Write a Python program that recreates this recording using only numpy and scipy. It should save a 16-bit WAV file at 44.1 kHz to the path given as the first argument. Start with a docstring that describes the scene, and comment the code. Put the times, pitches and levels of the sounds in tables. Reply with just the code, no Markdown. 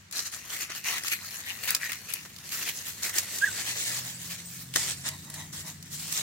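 """A puppy scampers through dry leaves on a lawn, close to the microphones of a camera.
Each stroke of its paws crushes leaves into clouds of tiny cracks, and bursts of noise make single stems snap.
It gives one thin squeak, a gliding whistle, then huffs, noise shaped by its muzzle, along a wire pen whose
ringing tones tinkle faintly. Far away a motor vehicle, built from wavering tones, pulls away over traffic."""
import sys
import numpy as np
from scipy import signal
from scipy.fft import rfft, irfft, next_fast_len
from scipy.io import wavfile
from scipy.ndimage import uniform_filter1d, map_coordinates

SR = 44100
rng = np.random.default_rng(int(sys.argv[2]) if len(sys.argv) > 2 else 0)


def unload_audio(sound):
    """Save the sound as a 16-bit wav file, at the path given as the first command line argument."""
    columns = np.transpose(np.atleast_2d(sound))
    # keep every value between -1 and 1, then stretch to whole-number steps
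    steps = np.round(np.clip(columns, -1, 1) * 32767)
    wavfile.write(sys.argv[1], SR, steps.astype(np.int16))


N = 274281  # length in samples
TOP_HZ = 16050  # upper limit of the sound

# The colour of leaves crushed close by. Each row: frequency in Hz, relative level in dB.
LEAF_COLOUR = [(150, -38), (250, -9), (947, -9.5), (1420, -7.5), (1940, 1.5), (2240, -14), (2810, -2.5),
               (3590, -5.5), (4280, 0), (5100, -6), (6520, 0.5), (8480, -7), (13100, -3.5), (15100, -11.5),
               (16500, -70)]


def amp(db):
    """Turn decibels into gain."""
    return 10 ** (np.asarray(db) / 20)


def unit(x):
    """Scale to an rms (average strength) of 1."""
    return x / np.sqrt(np.mean(x ** 2) + 1e-20)


def along(points, hz):
    """Read a table of (Hz, value) points on a logarithmic frequency axis."""
    f, v = np.transpose(points)
    return np.interp(np.log(hz + 1), np.log(f + 1), v)


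def curves(rows):
    """Draw a line through each column after the time: one value per sample."""
    s, *cols = np.transpose(rows)
    return [np.interp(np.arange(N) / SR, s, c) for c in cols]


def during(rows):
    """Give 1 while a table lasts and 0 outside, with soft edges."""
    t = np.arange(N) / SR
    inside = (t >= rows[0][0]) & (t <= rows[-1][0])
    return uniform_filter1d(1. * inside, size=200)


def wobble(rate):
    """Make a smooth random curve with so many random points a second."""
    points = rng.standard_normal(int(N * rate / SR) + 4)
    return map_coordinates(points, [np.arange(N) * rate / SR])


def filtered(x, response):
    """Multiply the spectrum of a sound by a gain that depends on frequency."""
    n = x.shape[-1]
    m = next_fast_len(n + 8192)
    return irfft(rfft(x, m) * response(np.fft.rfftfreq(m, 1 / SR)), m)[..., :n]


def below(hz, edge_hz, order=8):
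    """Gain that keeps what lies below an edge."""
    return 1 / np.sqrt(1 + (hz / edge_hz) ** order)


def above(hz, edge_hz, order=8):
    """Gain that keeps what lies above an edge."""
    return np.sqrt(1 - below(hz, edge_hz, order=order) ** 2)


def resonances(modes, hz):
    """Gain of a set of resonances, each with a centre in Hz, a width in Hz and a level in dB."""
    power = sum(amp(db) ** 2 / (1 + (2 * (hz - centre) / width) ** 2) ** 2 for centre, width, db in modes)
    return np.sqrt(power)


def panned(balance_db):
    """Left and right gains; a positive balance makes the left louder."""
    return amp(np.outer([.5, -.5], balance_db))


def add(track, s, sound):
    """Mix a sound into a stereo track at time s."""
    part = track[:, round(s * SR):][:, :sound.shape[1]]
    part += sound[:, :part.shape[1]]


def noise(spectrum, width):
    """Coloured stereo noise of rms 1; width is the difference signal relative to the shared one."""
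    mid, side = filtered(rng.standard_normal((2, N)), lambda hz: amp(along(spectrum, hz)))
    return unit(np.array([mid + width * side, mid - width * side]))


def rustle():
    """The same cracks sound as bright crackle, as hollow curled leaves and as a dull push in the turf."""
    # Where the puppy is. Each row: time in seconds, distance from 0 (under the camera) to 1 (across the pen),
    # left-right balance in dB.
    puppy_path = [(0, 0.35, 2), (.6, 0.059, 0.3), (1.9, 0.089, 0.5), (2.6, 0.31, -0.9), (3.1, 0.28, -0.7),
                  (3.7, 0.84, -0.5), (4.3, 0.68, -1.5), (4.9, 0.94, -2.5), (5.55, 0.68, -0.3),
                  (6.22, 0.78, -1.5)]
    # The colour of leaves across the pen. Each row: frequency in Hz, relative level in dB.
    far_leaf_colour = [(150, -37), (250, -7), (387, -6.5), (823, -6), (1440, -12.5), (1720, -6),
                       (2710, -8.5), (3070, -6), (5100, -5), (5570, -2.5), (7760, 1.5), (10800, -6),
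                       (15100, -8.5), (16500, -23)]
    # Air ringing in big curled leaves. Each row: frequency in Hz, width in Hz, relative level in dB.
    big_curl = [(1340, 500, -12.5), (1970, 600, 0)]
    # Air ringing in small curled leaves. Each row: frequency in Hz, width in Hz, relative level in dB.
    small_curl = [(2450, 250, -1), (2750, 450, 0)]

    away, balance_db = curves(puppy_path)
    away = np.clip(away, 0, 1)
    crackle_gain, big_gain, small_gain, fizz_gain, turf_gain = crushing(away)
    near_share, far_share = np.sqrt(1 - away), np.sqrt(away)

    # close by, leaves give way in clumps of distinct cracks
    fine = fractures(rate=6000, spread_db=3.0, life=0.001, ring=0.57)
    fine = unit(fine * amp(2.3 * wobble(60)))
    # leaf veins give way now and then: sparse, stronger cracks
    veins = unit(fractures(rate=110, spread_db=2.0, life=0.0009, ring=1.0))
    cracks = patchy(fine + amp(-6.5) * veins, depth_db=2.5)
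    near = unit(filtered(cracks, lambda hz: amp(along(LEAF_COLOUR, np.minimum(hz, 14800)))))

    # from across the pen the cracks blend into a fine swish
    swish = fractures(rate=9000, spread_db=2.5, life=0.00073, ring=1.0)
    swish = patchy(swish * amp(0.92 * wobble(50)), depth_db=2.1)
    far = unit(filtered(swish, lambda hz: amp(along(far_leaf_colour, np.minimum(hz, 14800)))))

    cloud = near_share * near + far_share * far
    crackle = unit(filtered(cloud, lambda hz: above(hz, 3700) * below(hz, 9330)))
    fizz = unit(filtered(cloud, lambda hz: above(hz, 13900)))
    turf = unit(filtered(cloud, lambda hz: above(hz, 220) * below(hz, 1575)))

    # the hollow ring of curled leaves carries only close by; the far part is a plain band
    big = near_share * unit(filtered(cracks, lambda hz: resonances(big_curl, hz)))
    big += far_share * unit(filtered(far, lambda hz: above(hz, 1940) * below(hz, 2180)))
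    small = near_share * unit(filtered(cracks, lambda hz: resonances(small_curl, hz)))
    small += far_share * unit(filtered(far, lambda hz: above(hz, 2590) * below(hz, 3900)))
    crumple = amp(-2.66) * (big_gain * big + small_gain * small)

    leaves = amp(-1.29) * crackle_gain * crackle
    leaves = leaves + amp(-0.5) * fizz_gain * fizz * panned(3.3)
    leaves = leaves + crumple * panned(4.1)
    return leaves * panned(balance_db) + turf_gain * turf * panned(2.2)


def crushing(away):
    """Gains of the leaf layers: each stroke swells and settles over a light stirring of leaves."""
    # Strokes of the paws, before the trims in the mix. Each row: start in seconds, length in seconds,
    # crackle level in dB, crumpling of whole leaves in dB relative to the crackle,
    # fizz in dB relative to the crackle, share of small leaves from 0 to 1.
    paw_strokes = [(0.111, 0.06, -37.5, -10, -14, 0.45), (0.147, 0.053, -31.5, -12, -10, 0),
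                   (0.241, 0.02, -33, -10.5, -12, 0.2), (0.309, 0.03, -33, -8.5, -9, 0.3),
                   (0.474, 0.092, -35.5, -4, -6.5, 0.14), (0.57, 0.058, -34, -5, -8.5, 0.47),
                   (0.675, 0.045, -40.5, 3, -9, 0.59), (0.727, 0.038, -33.5, -8, -6, 0.7),
                   (0.827, 0.11, -34.0, -1.5, -5, 0.76), (0.913, 0.061, -34.5, 1, -8, 0.36),
                   (1.013, 0.069, -35, -5.5, -6.0, 0.6), (1.09, 0.036, -32.5, 1.5, -2, 0.7),
                   (1.231, 0.029, -38, -12, -6.0, 0.6), (1.282, 0.077, -44.5, -2, -3.0, 1),
                   (1.473, 0.017, -37, 5.5, -3.0, 0.66), (1.622, 0.023, -34.5, 1.5, 5.5, 0.7),
                   (1.664, 0.021, -26.0, 1.5, -4, 0.76), (1.796, 0.051, -34.5, -1, -4.0, 0.3),
                   (1.862, 0.031, -37.5, 0.5, -4.0, 0.5), (2.062, 0.12, -45.5, 2, -2.0, 0.9),
                   (2.422, 0.054, -44.5, -11, -6, 0.6), (2.493, 0.163, -37, -5.0, -2, 0.35),
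                   (2.648, 0.049, -35.5, 2.5, 2, 0.76), (2.728, 0.053, -37, -16, -6, 0.45),
                   (2.829, 0.064, -39.5, -4, 1, 0.7), (3.016, 0.049, -28, -7.0, -7.0, 0),
                   (3.128, 0.057, -29.5, -6.5, -3, 0.2), (3.263, 0.16, -40, -15, -5, 0.3),
                   (3.543, 0.07, -37.5, -2.0, -8, 0.66), (3.641, 0.075, -34.5, -6, -8, 0.67),
                   (3.734, 0.26, -34.5, -7.0, -6.5, 0.65), (4.016, 0.084, -39.5, -7, -5, 0.8),
                   (4.194, 0.094, -46.5, -9, 0, 0.82), (4.283, 0.037, -39.5, 0, 1, 0.81),
                   (4.368, 0.023, -42.5, -3.5, -12.0, 0.9), (4.472, 0.16, -48.5, -8, 3, 0.71),
                   (4.73, 0.18, -31.5, -9.0, -11.0, 0.6), (5.029, 0.05, -33, -5.5, -22, 0),
                   (5.317, 0.1, -43.5, -5, -6.0, 0.3), (5.514, 0.088, -39.5, -13, -8, 0.35),
                   (5.64, 0.056, -40, -9.5, -6, 0.36), (5.903, 0.037, -36, -18, -3, 0.86),
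                   (5.97, 0.19, -39, -10.5, -4, 0.9), (6.127, 0.072, -32, -7, -14, 0.88)]
    # Light stirring between strokes, before the trims in the mix. Each row: time in seconds, crackle level in dB.
    light_stir = [(0.0, -61.5), (0.1, -67), (0.11, -65), (0.44, -47.5), (0.82, -52), (1.15, -43),
                  (1.6, -43), (2.02, -46), (2.35, -51), (2.8, -44), (3.0, -44.5), (3.55, -38), (4.1, -44),
                  (4.7, -52.5), (4.97, -45), (5.25, -50), (5.8, -55), (6.2, -42.5)]
    attack_s, release_s = 0.037, 0.18  # a paw presses in; the leaves settle by 60 dB
    turf_db, turf_per_crumple = -15.5, 0.27  # push in the turf relative to crackle; dB more per dB of crumpling

    stir_db, = curves(light_stir)
    # stirred leaves crumple less from across the pen
    curl_db = stir_db - 8 - 6 * away
    # layer order: crackle, big curled leaves, small curled leaves, fizz, turf
    power = amp([stir_db, curl_db, curl_db, stir_db - 6.5, stir_db - 13.9]) ** 2
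    u = np.arange(SR // 2) / SR
    for s, length, db, crumple_db, fizz_db, small in paw_strokes:
        press = np.minimum(u / attack_s, 1) * amp(-60 * np.maximum(u - length, 0) / release_s)
        colour = amp([0, crumple_db, crumple_db, fizz_db, turf_db + turf_per_crumple * crumple_db])
        small = np.clip(small, 0, 1)
        layer_power = (amp(db) * colour) ** 2 * [1, 1 - small, small, 1, 1]
        add(power, s, np.outer(layer_power, press ** 2))
    return np.sqrt(power)


def fractures(rate, spread_db, life, ring, count=96):
    """A cloud of tiny cracks, rate a second: each is a tick and a few cycles of its own scrap of leaf."""
    n = int(rate * N / SR)
    when, pitch, place, side = rng.random((n, 4)).T
    # most cracks are weak and a few are strong
    size = amp(spread_db * np.minimum(rng.exponential(size=n), 4))
    t = np.arange(count) / SR
    hz = 1200 * (16000 / 1200) ** pitch[:, None]
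    # life is the time constant of the ringing in seconds
    shape = ring * np.sqrt(hz / SR) * np.sin(2 * np.pi * hz * t) * np.exp(-t / life)
    shape[:, 0] = 1  # the tick
    shape *= (size * rng.choice([-1, 1], n))[:, None]
    # the paws wander and leaves lie around them, so each crack reaches the two microphones at its own moments
    lag = 2.4 * wobble(5)[(when * N).astype(int)] + (place - .5) * 4  # in samples
    ears = []
    for sign in (1, -1):
        start = np.maximum(when * N + sign * lag, 0).astype(int)
        gain = 1 + sign * (side - .5)
        where = start[:, None] + np.arange(count)
        ears.append(np.bincount(where.ravel(), (shape * gain[:, None]).ravel(), N)[:N])
    return np.array(ears)


def patchy(x, depth_db):
    """Each leaf touched has its own colour: random gain patches in pitch and time."""
    z = signal.stft(x, nperseg=512)[2]
    field = rng.standard_normal(z.shape[1:])
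    # smooth the random field over neighbouring pitches and moments
    for size in (5, 3):
        field = uniform_filter1d(field, size=size, axis=0)
        field = uniform_filter1d(field, size=2 * size, axis=1)
    return signal.istft(z * amp(depth_db * unit(field)), nperseg=512)[1][:, :N]


def paws():
    """A landing crushes many leaves at once: a quick rise, then the crunch dies away."""
    # Paw landings. Each row: start in seconds, strength in dB before a 12 dB cut,
    # hollow part in dB relative to the bright part.
    landings = [(0.696, -24, 0.5), (0.84, -18, -16), (1.6801, -15, -20), (2.248, -27, -1),
                (3.026, -11.5, -21), (3.1522, -16, -14), (4.755, -7, -3.5), (5.5268, -27, -11),
                (6.173, -13.5, -20)]
    cloud = fractures(rate=7000, spread_db=6.5, life=0.0011, ring=0.28)
    cloud = filtered(cloud, lambda hz: amp(along(LEAF_COLOUR, hz)))
    bright = unit(filtered(cloud, lambda hz: above(hz, 4700) * below(hz, 8200, order=4)))
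    hollow = unit(filtered(cloud, lambda hz: above(hz, 200) * below(hz, 2050)))
    out, t = np.zeros((2, N)), np.arange(SR // 5) / SR
    press = (1 - np.exp(-t / 0.0019)) * amp(-60 * t / 0.072)
    for s, db, hollow_db in landings:
        span = slice(round(s * SR), round(s * SR) + len(t))
        crunch = bright[:, span] + amp(hollow_db) * hollow[:, span]
        add(out, s, amp(db - 12.0) * crunch * press[:crunch.shape[1]])
    return out


def snaps():
    """A stem breaks in a few milliseconds; the leaf around it colours the crack and shivers on."""
    # Single leaves and stems breaking. Each row: start in seconds, strength in dB before a 24 dB cut,
    # pitch in Hz, left-right balance in dB.
    breaks = [(0.111, -24.5, 7200, 2), (0.125, -18.5, 6740, 5), (0.266, -19, 6750, -2),
              (0.9814, -16.5, 2020, -2), (1.068, -17, 3740, -2), (1.081, -11, 6550, 4),
              (1.115, -25, 2210, 2.0), (1.7051, -4.5, 14000, 4), (1.748, -2.5, 5300, 1),
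              (1.7642, -17, 4860, 0), (1.919, -12, 2000, -1), (1.9305, -17, 2290, 11),
              (1.955, -23, 2450, -3), (2.125, -21, 2820, 5), (2.1365, -8, 11600, 3),
              (2.3622, -25.5, 4230, 0.0), (2.385, -27, 4630, -4), (2.4908, -21, 6690, -3),
              (2.5215, -19.5, 4330, -1), (2.6886, -14, 2600, -3), (2.7725, -21, 6760, -1),
              (3.0938, -15.5, 6400, 0.5), (3.1837, -2.5, 5850, -2.5), (3.1947, -17, 6000, -2),
              (3.385, -13.5, 6700, 0), (4.739, -16, 2770, 2), (4.759, -6, 4250, 3), (5.08, -16, 7300, 0),
              (5.0874, -12, 6840, -1), (5.3, -21, 8720, 1), (5.3406, -20, 8070, 1), (5.826, -25, 6100, 3),
              (6.124, -12, 9400, -5)]
    out, t = np.zeros((2, N)), np.arange(SR // 25) / SR
    # a sharp break, then a weaker and slower shiver
    tear = (1 - np.exp(-t / 0.00043)) * (amp(-60 * t / 0.025) + amp(-23 - 60 * t / 0.043))
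    for s, db, hz, balance_db in breaks:
        burst = rng.standard_normal((2, len(t))) * tear
        leaf = signal.lfilter(*signal.iirpeak(min(hz, TOP_HZ), 2.2, SR), burst)
        crack = signal.lfilter(*signal.butter(2, 1300, "high", fs=SR), 0.57 * burst + leaf)
        add(out, s, amp(db - 24.0) * unit(crack) * panned(balance_db))
    return out


def squeak():
    """A nearly pure whistle that flips up and falls back, beating against its own echoes."""
    # The whistle's glide. Each row: time in seconds, pitch in Hz, level in dB.
    glide = [(3.414, 1554, -39), (3.421, 1560, -27), (3.431, 1607, -20.5), (3.445, 1680, -17),
             (3.452, 1885, -44), (3.463, 1954, -33), (3.471, 1830, -35), (3.477, 1600, -25.5),
             (3.501, 1440, -46)]
    # Echoes off nearby surfaces. Each row: delay in seconds, level in dB relative to the whistle.
    bounces = [(.009, -21), (0.02, -16.5)]
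    hz, db = curves(glide)
    phase = 2 * np.pi * np.cumsum(hz * (1 + 0.0049 * wobble(250))) / SR
    wave = np.sin(phase) + amp(-34) * np.sin(4 * phase)  # with a faint fourth harmonic
    tone = amp(db) * during(glide) * np.sqrt(2) * wave
    echoes = sum(amp(level) * np.pad(tone, (round(delay * SR), 0))[:N] for delay, level in bounces)
    return (tone + echoes) * panned(-5.5)


def huffs():
    """Short puffs of air ring in the puppy's muzzle."""
    # The puffs. Each row: start in seconds, length in seconds, level in dB.
    puffs = [(5.035, 0.079, -45), (5.107, 0.067, -49), (5.233, 0.11, -53.5), (5.329, 0.15, -48.5),
             (5.523, 0.058, -56), (5.62, 0.11, -53)]
    # Resonances of the muzzle. Each row: frequency in Hz, width in Hz, relative level in dB.
    muzzle = [(635, 17, 5.5), (966, 370, -1.5), (1940, 140, 1.5), (2260, 43, -17), (3820, 170, 0)]
    air = unit(filtered(rng.standard_normal(N), lambda hz: resonances(muzzle, hz)))
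    t = np.arange(N) / SR
    # each puff swells and fades as half a sine
    flow = sum(amp(db) * np.sin(np.pi * np.clip((t - s) / length, 0, 1)) for s, length, db in puffs)
    return air * flow * panned(.5)


def pen():
    """A brushed wire rings thinly, its tones at new strengths and slightly new pitches each time."""
    # Light touches on the pen. Each row: start in seconds, strength in dB.
    touches = [(4.452, -38), (4.529, -48), (4.63, -48), (5.9, -50), (6.059, -47)]
    # Ringing tones of the wires. Each row: frequency in Hz, relative level in dB.
    wire_tones = [(8200, -0.5), (9000, -10), (14400, -9), (15150, -6)]
    out, t = np.zeros((2, N)), np.arange(SR // 5) / SR
    for s, db in touches:
        ring = 0
        for hz, level in wire_tones:
            strength = amp(level + rng.normal(0, 3, (2, 1)))  # its own in each ear
            ring = ring + strength * np.sin(2 * np.pi * hz * rng.normal(1, 0.0069) * t)
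        add(out, s, amp(db) * ring * (1 - np.exp(-t / .004)) * amp(-60 * t / 0.17))
    return out


def yard(x):
    """A short, thin scatter from the ground and the fence: a tail of noise that dies away."""
    # How fast the scatter fades. Each row: frequency in Hz, time to fall by 60 dB in seconds.
    fade_times = [(200, 0.079), (2000, 0.11), (12000, 0.16)]
    hz, t, z = signal.stft(rng.standard_normal((2, SR // 4)), SR, nperseg=256)
    fade = amp(-60 * t / along(fade_times, hz)[:, None])
    tail = signal.istft(z * fade, SR, nperseg=256)[1]
    return signal.fftconvolve(x, tail / np.linalg.norm(tail[0]), axes=1)[:, :N]


def traffic():
    """A far engine gathers speed over road rumble; moving air makes its tones waver."""
    # The far engine. Each row: time in seconds, firing rate in Hz, level in dB.
    engine_path = [(2.9, 78, -64), (3.39, 95.5, -61), (3.73, 117.4, -55.5), (4.06, 125.3, -50.5),
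                   (4.35, 127.8, -62.5), (4.74, 128.5, -50), (5.02, 136.9, -52), (5.23, 148.4, -52.5),
                   (5.69, 154.5, -51), (5.85, 141.1, -53.5), (6.22, 168, -54)]
    # A steady drone in the traffic. Each row: time in seconds, level in dB.
    drone_path = [(3.5, -63), (3.95, -60), (4.27, -51.5), (4.9, -57), (5.95, -56), (6.22, -56)]
    # Constant low tones. Each row: frequency in Hz, level in dB.
    hum_tones = [(95, -68), (143, -74)]
    # Loudness of the road rumble. Each row: time in seconds, level in dB.
    road_path = [(0.0, -60.5), (2.0, -57), (3.05, -55.5), (4.3, -55.5), (5.2, -51.5), (6.22, -53)]
    # Colour of the road rumble. Each row: frequency in Hz, relative level in dB.
    road_colour = [(15, -63), (25, -37), (40, -15.5), (81, -0.5), (98, 5), (118, 0), (151, 1.5), (199, 1),
                   (400, -16), (520, -28), (880, -120)]

    def tone(hz, db):
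        """A sine that wavers in pitch and level."""
        phase = 2 * np.pi * np.cumsum(hz * (1 + 0.0085 * wobble(12))) / SR
        return np.sqrt(2) * amp(db + 1.7 * wobble(19)) * np.sin(phase)

    hz, db = curves(engine_path)
    # a lower boom comes in once the engine is up to speed
    boom_db = -7 + 1.6 * np.minimum(hz - 136, 0)
    engine = tone(hz, db) + tone(.615 * hz, db + boom_db) + tone(2 * hz, db - 17.0)
    drone_db, = curves(drone_path)
    drone = tone(171.8, drone_db)
    hum = sum(tone(f, level) for f, level in hum_tones)
    road_db, = curves(road_path)
    road = amp(road_db) * noise(road_colour, width=0.2)
    return (engine * during(engine_path) + drone * during(drone_path) + hum + road) * panned(1.2)


def quiet_air():
    """A faint, wide hiss of steady noise."""
    # Colour of the air. Each row: frequency in Hz, relative level in dB.
    air_colour = [(120, -41), (200, -13), (259, -5.5), (491, -12), (1870, -3), (3430, -8), (6880, -9),
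                  (16000, -43)]
    return amp(-58) * noise(air_colour, width=1.0)


def scene():
    """The puppy close by with its scatter, traffic and quiet air behind it."""
    puppy = rustle() + paws() + snaps() + squeak() + huffs() + pen()
    return puppy + amp(-11.5) * yard(puppy) + traffic() + quiet_air()


def record(dry):
    """A very steep low-pass: the camera lets almost nothing through above its band limit."""
    return filtered(dry, lambda hz: below(hz, TOP_HZ, order=200))


dry = scene()
out = record(dry)
unload_audio(out)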